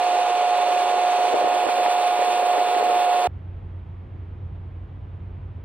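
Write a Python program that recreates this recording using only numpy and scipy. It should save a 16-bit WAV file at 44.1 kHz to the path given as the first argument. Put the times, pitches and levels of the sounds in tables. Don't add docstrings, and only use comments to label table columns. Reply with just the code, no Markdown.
import sys
import numpy as np
from scipy import signal
from scipy.fft import rfft, irfft
from scipy.io import wavfile
from scipy.ndimage import uniform_filter1d

SR = 44100
rng = np.random.default_rng(int(sys.argv[2]) if len(sys.argv) > 2 else 0)


def dump_mix(stems):
    frames = np.atleast_2d(stems).T
    limited = np.clip(frames, -1, 1)
    pcm = np.round(limited * 32767).astype(np.int16)
    wavfile.write(sys.argv[1], SR, pcm)


N = 248724
CUT_S = 3.2728

# time in seconds, strength in dB.
WIND_STRENGTH = [(0, -44.5), (.4, -45), (.75, -34.5), (1.0, -38.5), (1.4, -32), (1.8, -34), (2.0, -47),
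                 (2.25, -34), (2.65, -39.5), (2.85, -32.5), (3.25, -39.5)]


def from_db(db):
    return 10 ** (np.asarray(db) / 20)


def bins_hz():
    return np.arange(N // 2 + 1) * SR / N + 1e-3


def at_hz(rows, hz):
    row_hz, *columns = np.transpose(rows)
    return [np.interp(np.log(hz), np.log(row_hz), column) for column in columns]


def drift(rate_hz):
    hop, settle = 40, 2000
    pole = np.exp(-2 * np.pi * rate_hz * hop / SR)
    noise = rng.standard_normal(N // hop + settle + 2)
    slow = signal.lfilter([1], [1, -2 * pole, pole * pole], noise)[settle:]
    return np.interp(np.arange(N) / hop, np.arange(len(slow)), slow / slow.std())


def noise_field(spectrum, low_swell_db, high_swell_db, split_hz, swell_hz):
    db, pan_db, alike, lead = at_hz(spectrum, bins_hz())
    alike = np.clip(alike, 0, 1)
    common, left, right = rfft(rng.standard_normal((3, N)))
    ports = np.array([np.sqrt(alike) * common * np.exp(1j * lead) + np.sqrt(1 - alike) * left,
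                      np.sqrt(alike) * common + np.sqrt(1 - alike) * right])
    ports *= np.sqrt(SR / 2) * from_db([db + pan_db / 2, db - pan_db / 2])
    lows = 1 / (1 + (bins_hz() / split_hz) ** 2)
    return (irfft(ports * lows, N) * from_db(low_swell_db * drift(swell_hz))
            + irfft(ports * (1 - lows), N) * from_db(high_swell_db * drift(swell_hz)))


def fan():
    # frequency in Hz, level in dB per Hz, left minus right in dB,
    # share of power common to both ports, left phase lead in radians.
    airflow = [(60, -91, -0.5, 1, 0.5), (174, -89.5, -0.5, 0.99, -0.5), (377, -63.5, -1.5, 0.94, 0.5),
               (534, -54, -3.5, 0.98, 0.26), (834, -56, -2.5, 0.93, 0), (1376, -69.5, 0, 0.89, 0.5),
               (1940, -69, -3.5, 0.43, -1.0), (2520, -67, -5.5, 0.71, -0.5), (3870, -73, 1, 0.7, -1.5),
               (4620, -76, 0.5, 0.56, -2), (5290, -80.5, -2.5, 1, -4), (6490, -79.5, 4, 0.96, -3),
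               (7030, -84, -1, 1, -3), (8330, -80.5, -1.2, 0.68, -3), (9670, -82.5, -4, 0.34, -2.5),
               (10000, -85, 0.5, 0.5, -2.5), (10170, -85, 0.5, 1, -3), (12200, -93.5, 0, 0.96, -3),
               (12600, -93, 0, .6, -4.5), (14000, -93.5, 1, .6, -2.5), (15500, -91.5, 0.5, .45, -4.5)]
    # centre in Hz, width in Hz, gain in dB.
    casing = [(1673, 40, 4), (2370, 75, 2.5), (2760, 140, -3.5), (3540, 160, 5.5), (6600, 790, 2),
              (14370, 350, 8.5), (15100, 300, -5)]
    casing_db = sum(db / (1 + (2 * (bins_hz() - hz) / width) ** 2) for hz, width, db in casing)
    air = noise_field(airflow, low_swell_db=0.25, high_swell_db=1.12, split_hz=1200, swell_hz=15.0)
    roar = rfft(air) * from_db(casing_db)
    hiss = irfft(roar / (1 + (10000 / bins_hz()) ** 6), N)
    lift_db = 0.7 + 1.3 * np.arange(N) / SR
    return irfft(roar, N) + (from_db(lift_db) - 1) * hiss


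def motor_tones(rows, waver_db):
    # frequency in Hz, left lead in radians.
    port_phase = [(700, -.14), (1100, -.06), (1800, -.1), (2600, -.9), (4400, -1.75), (5200, -3.1),
                  (8000, -3.2), (9100, -2.7), (10500, -3.1)]
    t = np.arange(round((CUT_S + .01) * SR)) / SR
    tones = np.zeros((2, N))
    swells = [from_db(waver_db * drift(5.1))[:len(t)] for _ in range(4)]
    for k, (hz, db, pan_db) in enumerate(rows):
        phase = 2 * np.pi * (hz * t + rng.random())
        lead = at_hz(port_phase, hz)[0]
        tones[0, :len(t)] += from_db(db + pan_db / 2) * np.sin(phase + lead) * swells[k % 4]
        tones[1, :len(t)] += from_db(db - pan_db / 2) * np.sin(phase) * swells[k % 4]
    return np.sqrt(2) * tones


def motor(pull_hz=119.905):
    # multiple of the pull rate, level in dB, left minus right in dB.
    harmonics = [(3.0, -45.1, -3.2), (6.0, -20.7, -3.7), (7.0, -38.0, -3.4), (8.0, -42.3, -3.6),
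                 (9.0, -39.5, -2.7), (10.0, -44.7, -1.8), (11.0, -50.4, -3.5), (12.0, -45.0, -0.3),
                 (15.0, -51.2, 1.9), (16.0, -57, -2), (21.0, -54.2, -7.4), (24.0, -52.6, -0.4),
                 (27.0, -56.0, -3.2), (28.0, -60.1, 6.1), (29.0, -52.2, 0.7), (32.0, -60, 0),
                 (33.0, -59.0, 1.5), (36.0, -66.0, 4.0), (38.0, -65.0, 0.7), (46.0, -63, 0)]
    # frequency in Hz, level in dB, left minus right in dB.
    whine = [(828.1, -35.3, -3.4), (1270.1, -52.9, -4.2), (1656.9, -56, -3), (2484.8, -52.0, -5.0),
             (2640.9, -48.9, -0.7), (2759.2, -54.0, -4.0), (2788.1, -51.3, -5.7), (2825.6, -51.8, 1.5),
             (2996.1, -55.4, -6.1), (4140.7, -56.3, 0.3), (4272.5, -52.8, 1.2), (4392.9, -52.4, -5.0),
             (5101.2, -63, 0), (5221.6, -63, 0), (6441.9, -64, 0), (6630.4, -61.9, -0.1),
             (7033.7, -61.9, -0.0), (7150.1, -63, 0), (7389.1, -64, 0), (7270.5, -49.7, 0.1),
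             (7453.2, -56.5, -0.8), (7571.5, -61.7, -2.1), (8282.0, -55.4, -2), (8430.3, -62.5, -1),
             (9109.7, -60.3, -2.7), (10770, -65, 0), (10890, -66.5, 0)]
    hum = [(multiple * pull_hz, db, pan_db) for multiple, db, pan_db in harmonics]
    return motor_tones(hum, waver_db=0.76) + motor_tones(whine, waver_db=1.0)


def small_buffets(count):
    over_wind_db, edge_offset_db, pop_offset_db, spread_db = 4, -9, -25.5, 2.5
    times = rng.uniform(.06, CUT_S, count)
    scatter_db = spread_db * rng.uniform(-np.sqrt(3), np.sqrt(3), (count, 4)).T
    body_db = np.interp(times, *np.transpose(WIND_STRENGTH)) + over_wind_db + scatter_db[0]
    edge_db = body_db + edge_offset_db + scatter_db[1]
    pop_db = body_db + pop_offset_db + scatter_db[2]
    return np.transpose([times, body_db, edge_db, pop_db, 2 * scatter_db[3]])


def bursts(times, levels_db, pans_db, fall_s):
    t, envelope = np.arange(N) / SR, np.zeros((2, N))
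    for peak_s, db, pan_db in zip(times, levels_db, pans_db):
        near = slice(round((peak_s - .05) * SR), round((peak_s + .08) * SR))
        age = (t[near] - peak_s) / fall_s
        shape = np.exp(np.where(age < 0, age / 1.05, -age))
        envelope[:, near] += from_db([[db + pan_db / 2], [db - pan_db / 2]]) * shape
    return envelope


def coloured(sound, colour):
    gain = from_db(at_hz(colour, bins_hz())[0])
    return irfft(rfft(sound) * gain / np.sqrt(np.mean(gain ** 2)), N)


def eddies(envelope, colour, alike):
    common, *own = rng.standard_normal((3, N))
    noise = np.sqrt(alike) * common + np.sqrt(1 - alike) * np.array(own)
    return coloured(envelope * noise, colour)


def pressure_jumps(times, levels_db, pans_db, fall_s, colour):
    clicks = np.zeros((2, N))
    levels = from_db([levels_db + pans_db / 2, levels_db - pans_db / 2])
    clicks[:, (times * SR).astype(int)] = levels * np.sqrt(fall_s * SR)
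    return coloured(clicks, colour)


def wind():
    # time in seconds, body in dB before its rush and thump trims,
    # edge in dB, pop in dB, left minus right in dB.
    strong_buffets = [(0.412, -27, -40.5, -51, 1), (0.672, -25, -36, -51, -7),
                      (0.712, -27.5, -34, -58.5, 2), (0.948, -26.5, -39.5, -49, -4.5),
                      (1.19, -22.5, -36, -65, -4), (1.344, -16.5, -24.5, -41, -1),
                      (1.445, -23, -27.5, -41.5, 0), (1.46, -22, -29, -53, -1), (1.476, -20, -30.5, -57, 0),
                      (1.519, -27.5, -35, -48.5, -1.5), (1.562, -25, -36, -52.5, -5.5),
                      (1.668, -20.5, -36, -43.5, -8), (1.69, -20.5, -22.5, -53.5, -6.5),
                      (1.787, -25, -30.5, -49.5, -2), (1.863, -22, -23, -53, 3.5),
                      (1.884, -21.5, -35.5, -58, -0.5), (2.193, -21, -32.5, -56.5, -1.5),
                      (2.223, -23, -27, -53.5, -2.5), (2.287, -22, -34.5, -60, -1),
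                      (2.43, -23.5, -33, -58, -2), (2.556, -21.5, -28, -60, -5), (2.583, -19, -33, -58, -1),
                      (2.688, -28.5, -36, -50.5, 0), (2.75, -23.5, -27, -50, -4),
                      (2.765, -24, -33, -51.5, -0.5), (2.797, -24, -28, -49, -4.5),
                      (2.811, -21.5, -29, -54, -1), (2.828, -22, -29, -49.5, -2),
                      (2.9, -20.5, -27, -51.5, 0), (2.96, -27.5, -36, -51.5, -2),
                      (3.006, -22.5, -36, -61, -2), (3.148, -26.5, -33.5, -52.5, -5.5),
                      (3.255, -25.5, -37, -49, 0)]
    # frequency in Hz, relative dB.
    body_colour = [(30, -60), (150, -34), (250, -12), (400, 0), (600, 3.5), (1200, -13), (2500, -35),
                   (5000, -51.5), (9000, -83)]
    edge_colour = [(250, -63.5), (500, -18), (900, 3.5), (1500, 0), (2500, -7), (3500, -12), (5500, -27),
                   (9000, -59)]
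    pop_colour = [(25, -1), (90, -3), (200, 3.5), (500, -21), (1000, -69)]
    body_fall_s, edge_fall_s, pop_fall_s, pop_lead_s = 0.0065, 0.0033, 0.0029, 0.003
    rush_trim_db, thump_trim_db = -2, -5
    strength_db = np.interp(np.arange(N) / SR, *np.transpose(WIND_STRENGTH))
    lumps_db = 2.6 * np.array([drift(22), drift(24)])
    times, body_db, edge_db, pop_db, pan_db = np.vstack([strong_buffets, small_buffets(count=30)]).T
    bed = eddies(from_db(strength_db + lumps_db), body_colour, alike=0.55)
    rush = eddies(bursts(times, body_db + rush_trim_db, pan_db, body_fall_s), body_colour, alike=0.18)
    edge = eddies(bursts(times, edge_db, pan_db, edge_fall_s), edge_colour, alike=0.18)
    thump = pressure_jumps(times, body_db + thump_trim_db, pan_db, body_fall_s, body_colour)
    pop = pressure_jumps(times - pop_lead_s, pop_db, pan_db, pop_fall_s, pop_colour)
    return bed + rush + edge + thump + pop


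def ducked(machine, gusts, half_power_db=-21, smooth_s=0.008):
    wind_power = uniform_filter1d(np.mean(gusts ** 2, axis=0), round(smooth_s * SR))
    return machine / np.sqrt(1 + (wind_power / from_db(half_power_db) ** 2) ** 2)


def treble_shift(machine, at_s=1.5, fade_s=0.087):
    # frequency in Hz, gain in dB after the shift (the opposite before it).
    treble_eq = [(5600, 0), (6200, -5), (7000, -5.5), (7600, -1), (9000, 1.5), (12000, -3), (13000, 0.5),
                 (14400, 3), (15300, 0)]
    centre = machine.mean(axis=0)
    eq_db = at_hz(treble_eq, bins_hz())[0]
    before, after = irfft(rfft(centre) * from_db([-eq_db, eq_db]), N)
    blend = np.clip((np.arange(N) / SR - at_s) / fade_s + .5, 0, 1)
    return machine - centre + (1 - blend) * before + blend * after


def night_rumble():
    # frequency in Hz, level in dB per Hz, left minus right in dB,
    # share of power common to both ports, left phase lead in radians.
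    rumble_and_noise_floor = [(20.0, -70, -0.5, 1, 0), (43.0, -59.7, -0.5, 1.0, 0),
                              (69, -56.5, -1.5, 1, -0.1), (90, -59.5, -1.2, 1, 0.1),
                              (119, -60, -1, 1, 0.48), (200, -74, -1, 0.9, -0.78),
                              (340, -77.5, -0.2, 0.83, -0.084), (550.0, -82, 0, 0.5, 1.04),
                              (920, -85.5, -2, 0.54, 1.3), (1500.0, -92.5, -4, 0.03, 0.3),
                              (2350, -97.5, -1.5, 0.8, 0.1), (3260, -103.1, -0.7, 1, 0.1),
                              (4950, -119.3, 0.0, 0.94, -0.0), (5700, -124.5, 0, .92, 0),
                              (7400, -129, 0, 0.95, 0), (8800, -131, 0, .5, -1.8),
                              (9300, -132, -1, .5, -1.8), (9600, -130, -1, .6, -.1), (9950, -133, 0, .8, 3),
                              (10300, -133.5, 0, .75, 3), (11200, -133.5, 0, .36, 1.6),
                              (12000, -134, 0, .9, 0), (13600, -134, 0, .9, 0), (13800, -144, 0, .1, 0)]
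    return noise_field(rumble_and_noise_floor, low_swell_db=1.4, high_swell_db=0.07,
                       split_hz=140, swell_hz=3.1)


def diesel(firing_hz=89.8):
    # multiple of the firing rate, level in dB.
    orders = [(0.9, -50.5), (1, -36), (1.106, -53.5), (2, -59), (4, -64.5)]
    phase = 2 * np.pi * firing_hz * np.arange(N) / SR
    drone = sum(from_db(db) * np.sin(multiple * phase) for multiple, db in orders)
    pan = from_db([[-.6], [.6]])
    return np.sqrt(2) * from_db(0.9 * drift(2.9)) * drone * pan


def electrical_whine():
    # frequency in Hz, level in dB.
    partials = [(3836, -94), (9500, -105.5), (9680, -106), (13314, -113.5), (13674, -116)]
    t = np.arange(N) / SR
    whine = sum(from_db(db) * np.sin(2 * np.pi * (hz * t + rng.random())) for hz, db in partials)
    return np.sqrt(2) * from_db(1.5 * drift(6)) * whine


def scene():
    t = np.arange(N) / SR
    machine = treble_shift(fan() + motor())
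    gusts = wind()
    deck = ducked(machine, gusts) + gusts
    river = night_rumble() + diesel() + electrical_whine()
    return deck * np.clip((CUT_S - t) / 0.00025, 0, 1) + river * np.clip((t - CUT_S) / 0.0036, 0, 1)


def record(dry):
    low_cut_hz, high_cut_hz = 28, 15770
    low_cut = signal.butter(4, low_cut_hz, "high", fs=SR, output="sos")
    high_cut = signal.ellip(14, .3, 70, high_cut_hz, fs=SR, output="sos")
    return signal.sosfilt(high_cut, signal.sosfilt(low_cut, dry))


dry = scene()
out = record(dry)
dump_mix(out)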